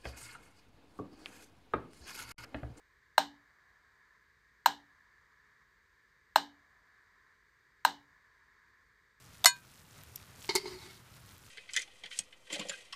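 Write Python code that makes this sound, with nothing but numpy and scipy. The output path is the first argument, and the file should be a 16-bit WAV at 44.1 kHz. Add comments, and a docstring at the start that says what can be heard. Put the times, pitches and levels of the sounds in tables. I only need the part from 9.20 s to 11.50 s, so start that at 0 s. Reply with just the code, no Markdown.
"""Tongs at a charcoal grill

Wire tongs tick twice and snap shut with a bright ring, made of many fading sine waves and a noise crack.
Later they knock the grate four times, the last two faintly, and drag along its bars: noise through resonances.
Fruit sizzles, pops and spits (short sines and noise bursts) over a low outdoor rumble of coloured noise.
The recorder turns itself down for a moment after the loud snap.
"""
import sys
import numpy as np
from scipy import signal
from scipy.fft import rfft, irfft, next_fast_len
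from scipy.io import wavfile
from scipy.ndimage import uniform_filter1d, map_coordinates

SR = 44100
rng = np.random.default_rng(int(sys.argv[2]) if len(sys.argv) > 2 else 0)


def put_to_file(sound):
    """Save the sound as 16-bit audio at rate SR, in the file named by the first command-line argument."""
    columns = np.atleast_2d(sound).T  # one column per channel
    safe = np.clip(columns, -1, 1)
    whole_steps = np.round(safe * 32767)
    wavfile.write(sys.argv[1], SR, whole_steps.astype(np.int16))


N = 101430
TIME = np.arange(N) / SR  # s

# In all names, T60 is the time to fade by 60 dB. Table levels are relative unless a function sets them.
# Pitches at which the tong wire rings: f/Hz
WIRE_PITCHES = [668, 725, 975, 1078, 1204, 1306, 1567, 1667, 1875, 2038, 2348, 2456, 2981, 3666, 3741, 3836,
                4271, 4312, 4958, 5440, 6032, 6685, 6766, 7063, 7768, 8038, 8098, 9303, 10860, 11550, 12420,
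                14100]
# Each of those modes in the same order, before the extra treble fading: level/dB, t60/s
WIRE_MODES = [(-15.5, 0.06), (-14, 0.056), (-13, 0.18), (-20, .16), (-5.5, .03), (-6, 0.034), (-12.5, 0.22),
              (-15.5, 0.16), (-19.5, 0.1), (-3, 0.084), (-17, 0.06), (-20, 0.23), (-11, .12), (-14.5, 0.14),
              (-15, .14), (-18, 0.17), (-2.5, 0.048), (-4, 0.14), (-16.5, 0.03), (-5, 0.068), (-14.5, 0.09),
              (-14.5, .09), (-9.5, 0.18), (-6.5, 0.12), (-17.5, .066), (-19, 0.1), (-8, 0.12), (-11.5, 0.1),
              (-10, 0.065), (-15, 0.1), (-18.5, .075), (-16, .062)]
# Colour of the many weak wire modes and of the crack: f/Hz, level/dB
CLATTER_COLOUR = [(400, -40), (850, -25.5), (1300, -8), (2600, -11.5), (4500, -10), (9000, -8.5),
                  (15500, -23)]
# Typical fading time of the weak modes, before the extra treble fading: f/Hz, t60/s
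CLATTER_FADE = [(1500, .05), (4000, 0.1), (14000, 0.07)]
# Damped first contacts of the jaws: t/s, level/dB, t60/s, rise/s
JAW_TICKS = [(.2417, -13, .012, .0003), (.2453, -5, .008, .0005)]
# Resonances of the jaws in those ticks: f/Hz, width/Hz, level/dB
JAW_RESONANCES = [(680, 90, 6), (1880, 450, -13), (3650, 400, 0), (8200, 1100, -10.5), (13000, 5000, -20.5)]
# Knocks on the grate: t/s, chatter level/dB, rise/s, t60/s, brightness/dB, thud level/dB
GRATE_KNOCKS = [(1.2907, -27, 0.00067, 0.087, -17, -29.5), (1.3519, -25.5, 0.0015, 0.066, 8, -27.5),
                (1.378, -42, 0.0015, 0.13, 2, -37), (1.456, -47.5, 0.0015, 0.098, -21, -35.5)]
# Course of the drag: t/s, level of the bars' hum/dB, rasp level/dB, rasp pitch f/Hz
DRAG_COURSE = [(1.299, -50.5, -45, 4570), (1.345, -50.5, -46.5, 4650), (1.42, -58.5, -52.5, 5050),
               (1.443, -49, -53, 5000), (1.48, -48.5, -46.5, 4870), (1.503, -53.5, -47, 5060),
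               (1.55, -49.5, -55, 4900), (1.58, -56.5, -55.5, 4170), (1.615, -70, -55, 4050),
               (1.656, -55, -52, 3530), (1.7, -67, -59, 3720), (1.75, -68.5, -61.5, 3960),
               (1.8, -79, -67, 3880)]
# Resonances of the grate bars: f/Hz, width/Hz, level/dB
BAR_RESONANCES = [(369, 45.4, -1.5), (420.4, 43.2, -3.5), (911, 57, -2.5), (2000, 66, -2), (2174, 49, 5),
                  (3110, 54, -6.5), (3797, 58, -6), (4254, 80, 4), (4660, 46, 5.5), (5440, 47, -2.5),
                  (7260, 80, -14.5), (9380, 160, -8)]
# Broad colour between those resonances: f/Hz, level/dB
BAR_COLOUR = [(120, -10), (300, -20), (560, -19), (1000, -0.5), (2800, -8), (4600, 5), (15500, -15.5)]
# Louder pops in the sizzle: t/s, level/dB
POP_EVENTS = [(0.836, -32), (2.0611, -41), (2.0915, -39), (2.1813, -42)]
# The two bursts of the spit: t/s, level/dB, t60/s
SPIT_BURSTS = [(.9552, -44, .006), (.9586, -25, .014)]
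# Resonances that colour the spit: f/Hz, width/Hz, level/dB
SPIT_RESONANCES = [(5680, 830, -6), (7610, 440, -7), (12030, 1500, -1.5), (14170, 1400, -6.5)]
# Colour of the outdoor rumble and fine hiss: f/Hz, level/dB
AIR_COLOUR = [(25, -17), (75, 2), (125, 3.5), (190, -4.5), (300, -11.5), (760, -15.5), (1410, -11.5),
              (2900, -19), (13500, -28), (15500, -33.5)]

SNAP_S, SNAP_DB = .2573, -9.5  # the jaws meet
RING_RISE_S = .001  # the modes build up while the jaws settle
CLATTER_MODES, CLATTER_DB, CLATTER_SPREAD_DB = 200, -24.5, 5
CRACK_DB, CRACK_T60_S = -15, .006
TREBLE_HOLD_S, TREBLE_HZ, TREBLE_T60_S = .04, 5000, .2  # the ring's treble fades faster soon after the snap
THIN_HZ = 630  # thin wire radiates no bass
THUMP_HZ, THUMP_DB, THUMP_T60_S = 184, -44.5, .1  # the jolt through the handle

THUD_T60_S = .0014  # the push on the bar
HOLD_S = .0053  # the jaw chatters on the bar this long before fading
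SPLASH_T60_S = .101  # extra fading of a knock's treble
BAR_COLOUR_DB, HUM_TOP_HZ, BRIGHT_HZ = -12, 640, 6500
SAG_HZ, SAG_DB_PER_S = 392, 25  # the hum above this pitch fades along the drag
RUB_RING, RUB_HISS_DB = .85, -13  # rubbing blunts the resonances and hisses between them
SLIP_DB, PATCHY_DB = 1.5, 4.5  # uneven rub; modes come and go as the contact moves
SQUEAL_DB, SQUEAL_OCTAVES = 6.5, .12  # lift and width around the rasp pitch

GRAINS_PER_S, GRAIN_DB, GRAIN_SPREAD_DB = 960, -51.5, 1.5
GRAIN_HZ, GRAIN_OCTAVES, GRAIN_CYCLES = 8920, .82, 1  # middle pitch, its spread, length of fade
POP_T60_S = .002
AIR_DB = -58.5

DUCK_FROM_DB, DUCK_RATIO, DUCK_AVERAGE_S = -35, .26, .15  # ratio: dB down per dB over
CEILING = .9  # soft overload
ROLL_HZ, ROLL_DB, TOP_HZ = 15100, -26, 16500  # the treble steps down, then ends


def amp(db):
    """Turn dB into a gain."""
    return 10 ** (np.asarray(db) / 20)


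def unit(x):
    """Scale to an average (rms) strength of 1."""
    return x / np.sqrt(np.mean(x ** 2) + 1e-20)


def along(points, hz):
    """Read a curve of (f/Hz, value) points, joined by straight lines over log frequency."""
    f, value = np.transpose(points)
    return np.interp(np.log(hz + 1), np.log(f + 1), value)


def filtered(x, response):
    """Multiply the spectrum of x by a response that depends on frequency."""
    m = next_fast_len(N + SR // 2)  # spare room lets the ringing die out
    spectrum = rfft(x, m) * response(np.fft.rfftfreq(m, 1 / SR))
    return irfft(spectrum, m)[..., :N]


def above(edge_hz):
    """Response that passes the sound above an edge and fades below it."""
    return lambda hz: 1 / (1 + (edge_hz / (hz + 1)) ** 6)


def resonances(peaks):
    """Response of objects that ring only after being struck, one peak per mode, with alternating signs."""
    def response(f):
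        total = 0
        for k, (center, width, db) in enumerate(peaks):
            peak = 1j * f * width / (center * center - f * f + 1j * f * width)
            total = total + (-1) ** k * amp(db) * peak
        return total
    return response


def noise(colour):
    """Random noise shaped by a colour curve, with rms 1."""
    return unit(filtered(rng.standard_normal(N), lambda hz: amp(along(colour, hz))))


def burst(s, t60, rise=.00011, hold=0):
    """Loudness curve of a hit: rise, hold, exponential fall."""
    t = np.maximum(TIME - s, 0)
    return np.minimum(t / rise, 1) * amp(-60 * np.maximum(t - rise - hold, 0) / t60)


def wobble(rate):
    """Smooth random curve with this many random points a second."""
    points = rng.standard_normal(int(N * rate / SR) + 4)
    return map_coordinates(points, [np.arange(N) * rate / SR])


def blips(s, db, hz, cycles):
    """Add up short sine waves that die within a few cycles."""
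    t = np.arange(128) / SR
    fade = np.exp(-t * hz[:, None] / cycles)
    shape = amp(db)[:, None] * np.sin(2 * np.pi * hz[:, None] * t) * fade
    at = np.round(s * SR).astype(int)[:, None] + np.arange(len(t))
    return np.bincount(at.ravel(), shape.ravel(), N + len(t))[:N]


def mode(hz, db, t60):
    """One way the tongs vibrate: a sine wave that starts at the snap and fades."""
    return amp(db) * burst(SNAP_S, t60, RING_RISE_S) * np.sin(2 * np.pi * hz * (TIME - SNAP_S))


def clatter():
    """A crowd of weak wire modes with random pitch, level, phase and fading time."""
    t = np.arange(SR // 4) / SR
    u = rng.random((CLATTER_MODES, 2))
    z = rng.standard_normal((CLATTER_MODES, 2))
    hz, phase = 950 + 14200 * u[:, :1], u[:, 1:]
    t60 = along(CLATTER_FADE, hz) * np.exp(.21 * z[:, 1:])
    start_db = CLATTER_DB + along(CLATTER_COLOUR, hz) + CLATTER_SPREAD_DB * z[:, :1]
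    waves = amp(start_db - 60 * t / t60) * np.sin(2 * np.pi * (hz * t + phase))
    return waves.sum(axis=0)


def tongs():
    """Two damped ticks shake the jaws; the snap then cracks and sets the wire ringing in many modes."""
    ring = np.zeros(N)
    for hz, (db, t60) in zip(WIRE_PITCHES, WIRE_MODES):
        ring += mode(hz, SNAP_DB + db, t60) * rng.choice([-1, 1])
    weak = clatter()
    ring[round(SNAP_S * SR):][:len(weak)] += weak
    treble = filtered(ring, above(TREBLE_HZ))
    ring += treble * (burst(SNAP_S, TREBLE_T60_S, hold=TREBLE_HOLD_S) - 1)  # swap in the faster-fading treble

    crack = amp(CRACK_DB) * burst(SNAP_S, CRACK_T60_S, hold=.001) * noise(CLATTER_COLOUR)
    contacts = sum(amp(db) * burst(s, t60, rise) for s, db, t60, rise in JAW_TICKS)
    shake = contacts * (rng.standard_normal(N) + .15)  # rattle and push
    ticks = filtered(shake, resonances(JAW_RESONANCES)) * amp(8.5)
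    no_bass = signal.butter(10, THIN_HZ, 'high', fs=SR, output='sos')
    thin = signal.sosfilt(no_bass, ring + crack + ticks)
    return thin + mode(THUMP_HZ, THUMP_DB, THUMP_T60_S)


def bars(hz):
    """Grate bars ring at their own pitches."""
    return resonances(BAR_RESONANCES)(hz)


def body(hz):
    """The ringing bars plus a broad colour between their pitches."""
    return bars(hz) + amp(BAR_COLOUR_DB + along(BAR_COLOUR, hz))


def knocks():
    """Each knock pushes on the bars and chatters on them, with its treble fading faster."""
    scale = 1 / np.std(filtered(rng.standard_normal(N), body))
    treble = above(BRIGHT_HZ)
    out = np.zeros(N)
    for s, db, rise, t60, bright_db, thud_db in GRATE_KNOCKS:
        push = amp(thud_db + 12) * burst(s, THUD_T60_S, THUD_T60_S / 2)
        shake = amp(db + 2.8 * wobble(400)) * burst(s, t60, rise, HOLD_S) * rng.standard_normal(N)
        splash = shake * burst(s, SPLASH_T60_S) * amp(bright_db + 3)
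        out += scale * filtered(push, bars)
        out += scale * filtered(shake, lambda hz: body(hz) * (1 - treble(hz)))
        out += scale * filtered(splash, lambda hz: body(hz) * treble(hz))
    return out


def drag():
    """Rubbing makes the bars hum and rasp, with a rasp pitch that moves with the contact."""
    s, hum_db, rasp_db, pitch_hz = np.transpose(DRAG_COURSE)

    def low(hz):
        return 1 / (1 + (hz / HUM_TOP_HZ) ** 6)

    def level(db):
        return amp(np.interp(TIME, s, db, -120, -120) + 1.5 * wobble(60))

    def rubbed(hz):
        blunted = np.abs(body(hz)) ** RUB_RING + amp(RUB_HISS_DB)
        return blunted * (1 - low(hz)) / (1 + (hz / BRIGHT_HZ) ** 2)

    source = rng.standard_normal(N)
    upper = filtered(source, lambda hz: body(hz) * low(hz) * (hz > SAG_HZ))
    lower = filtered(source, lambda hz: body(hz) * low(hz) * (hz <= SAG_HZ))
    hum = unit(lower) + unit(upper) * amp(-SAG_DB_PER_S * np.maximum(TIME - s[0], 0))

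    slips = rng.standard_normal(N) * amp(SLIP_DB * wobble(300))
    hz, t, z = signal.stft(filtered(slips, rubbed), SR, nperseg=1024)  # sound as frequency by time
    patches = unit(uniform_filter1d(rng.standard_normal(z.shape), size=6, axis=1))
    octaves_off = np.log2((hz[:, None] + 1) / np.interp(t, s, pitch_hz))
    lift = np.exp(-(octaves_off / SQUEAL_OCTAVES) ** 2)
    z = z * amp(SQUEAL_DB * lift + PATCHY_DB * patches)
    rasp = unit(signal.istft(z, SR, nperseg=1024)[1][:N])
    return hum * level(hum_db) + rasp * level(rasp_db)


def sizzle():
    """Tiny bursting bubbles come in clumps as short sines; pops and one spit are bursts of noise."""
    u = rng.random((int(GRAINS_PER_S * N / SR), 2))
    hz = GRAIN_HZ * 2 ** (GRAIN_OCTAVES * rng.standard_normal(len(u)))
    hz = np.clip(hz, 800, SR / 3)
    db = GRAIN_DB - GRAIN_SPREAD_DB * np.log(u[:, 1])  # a few bubbles are much louder
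    grains = blips(u[:, 0] * N / SR, db, hz, GRAIN_CYCLES) * amp(4 * wobble(17.24))

    pop_shape = sum(amp(db - 4) * burst(s, POP_T60_S) for s, db in POP_EVENTS)
    pops = pop_shape * noise([(500, -43), (1300, -8), (15000, -5.5)])  # f/Hz, level/dB
    spit = sum(amp(db) * burst(s, t60) for s, db, t60 in SPIT_BURSTS) * rng.standard_normal(N)
    return grains + pops + filtered(spit, resonances(SPIT_RESONANCES)) * amp(5.5)


def air():
    """Outdoor rumble and the fine hiss of the grill: coloured noise with a slightly fluttering level."""
    flutter_db = .7 * wobble(8) + 1.2 * wobble(40)
    return amp(AIR_DB + flutter_db) * noise(AIR_COLOUR)


def scene():
    """Add all sources at one microphone."""
    return (tongs() + knocks() + drag() + sizzle() + air())[None]


def record(dry):
    """Turn down while the averaged power is high, round off loud peaks, then limit the treble."""
    keep = np.exp(-1 / (DUCK_AVERAGE_S * SR))
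    power = signal.lfilter([1 - keep], [1, -keep], dry ** 2)
    over_db = np.maximum(10 * np.log10(power + 1e-12) - DUCK_FROM_DB, 0)
    ducked = dry * amp(-DUCK_RATIO * over_db)
    wet = ducked / (1 + (dry / CEILING) ** 4) ** (1 / 4)

    def band_limit(hz):
        return amp(ROLL_DB * np.clip((hz - ROLL_HZ) / 400, 0, 1)) * (hz < TOP_HZ)

    return filtered(wet, band_limit)


dry = scene()
out = record(dry)
put_to_file(out)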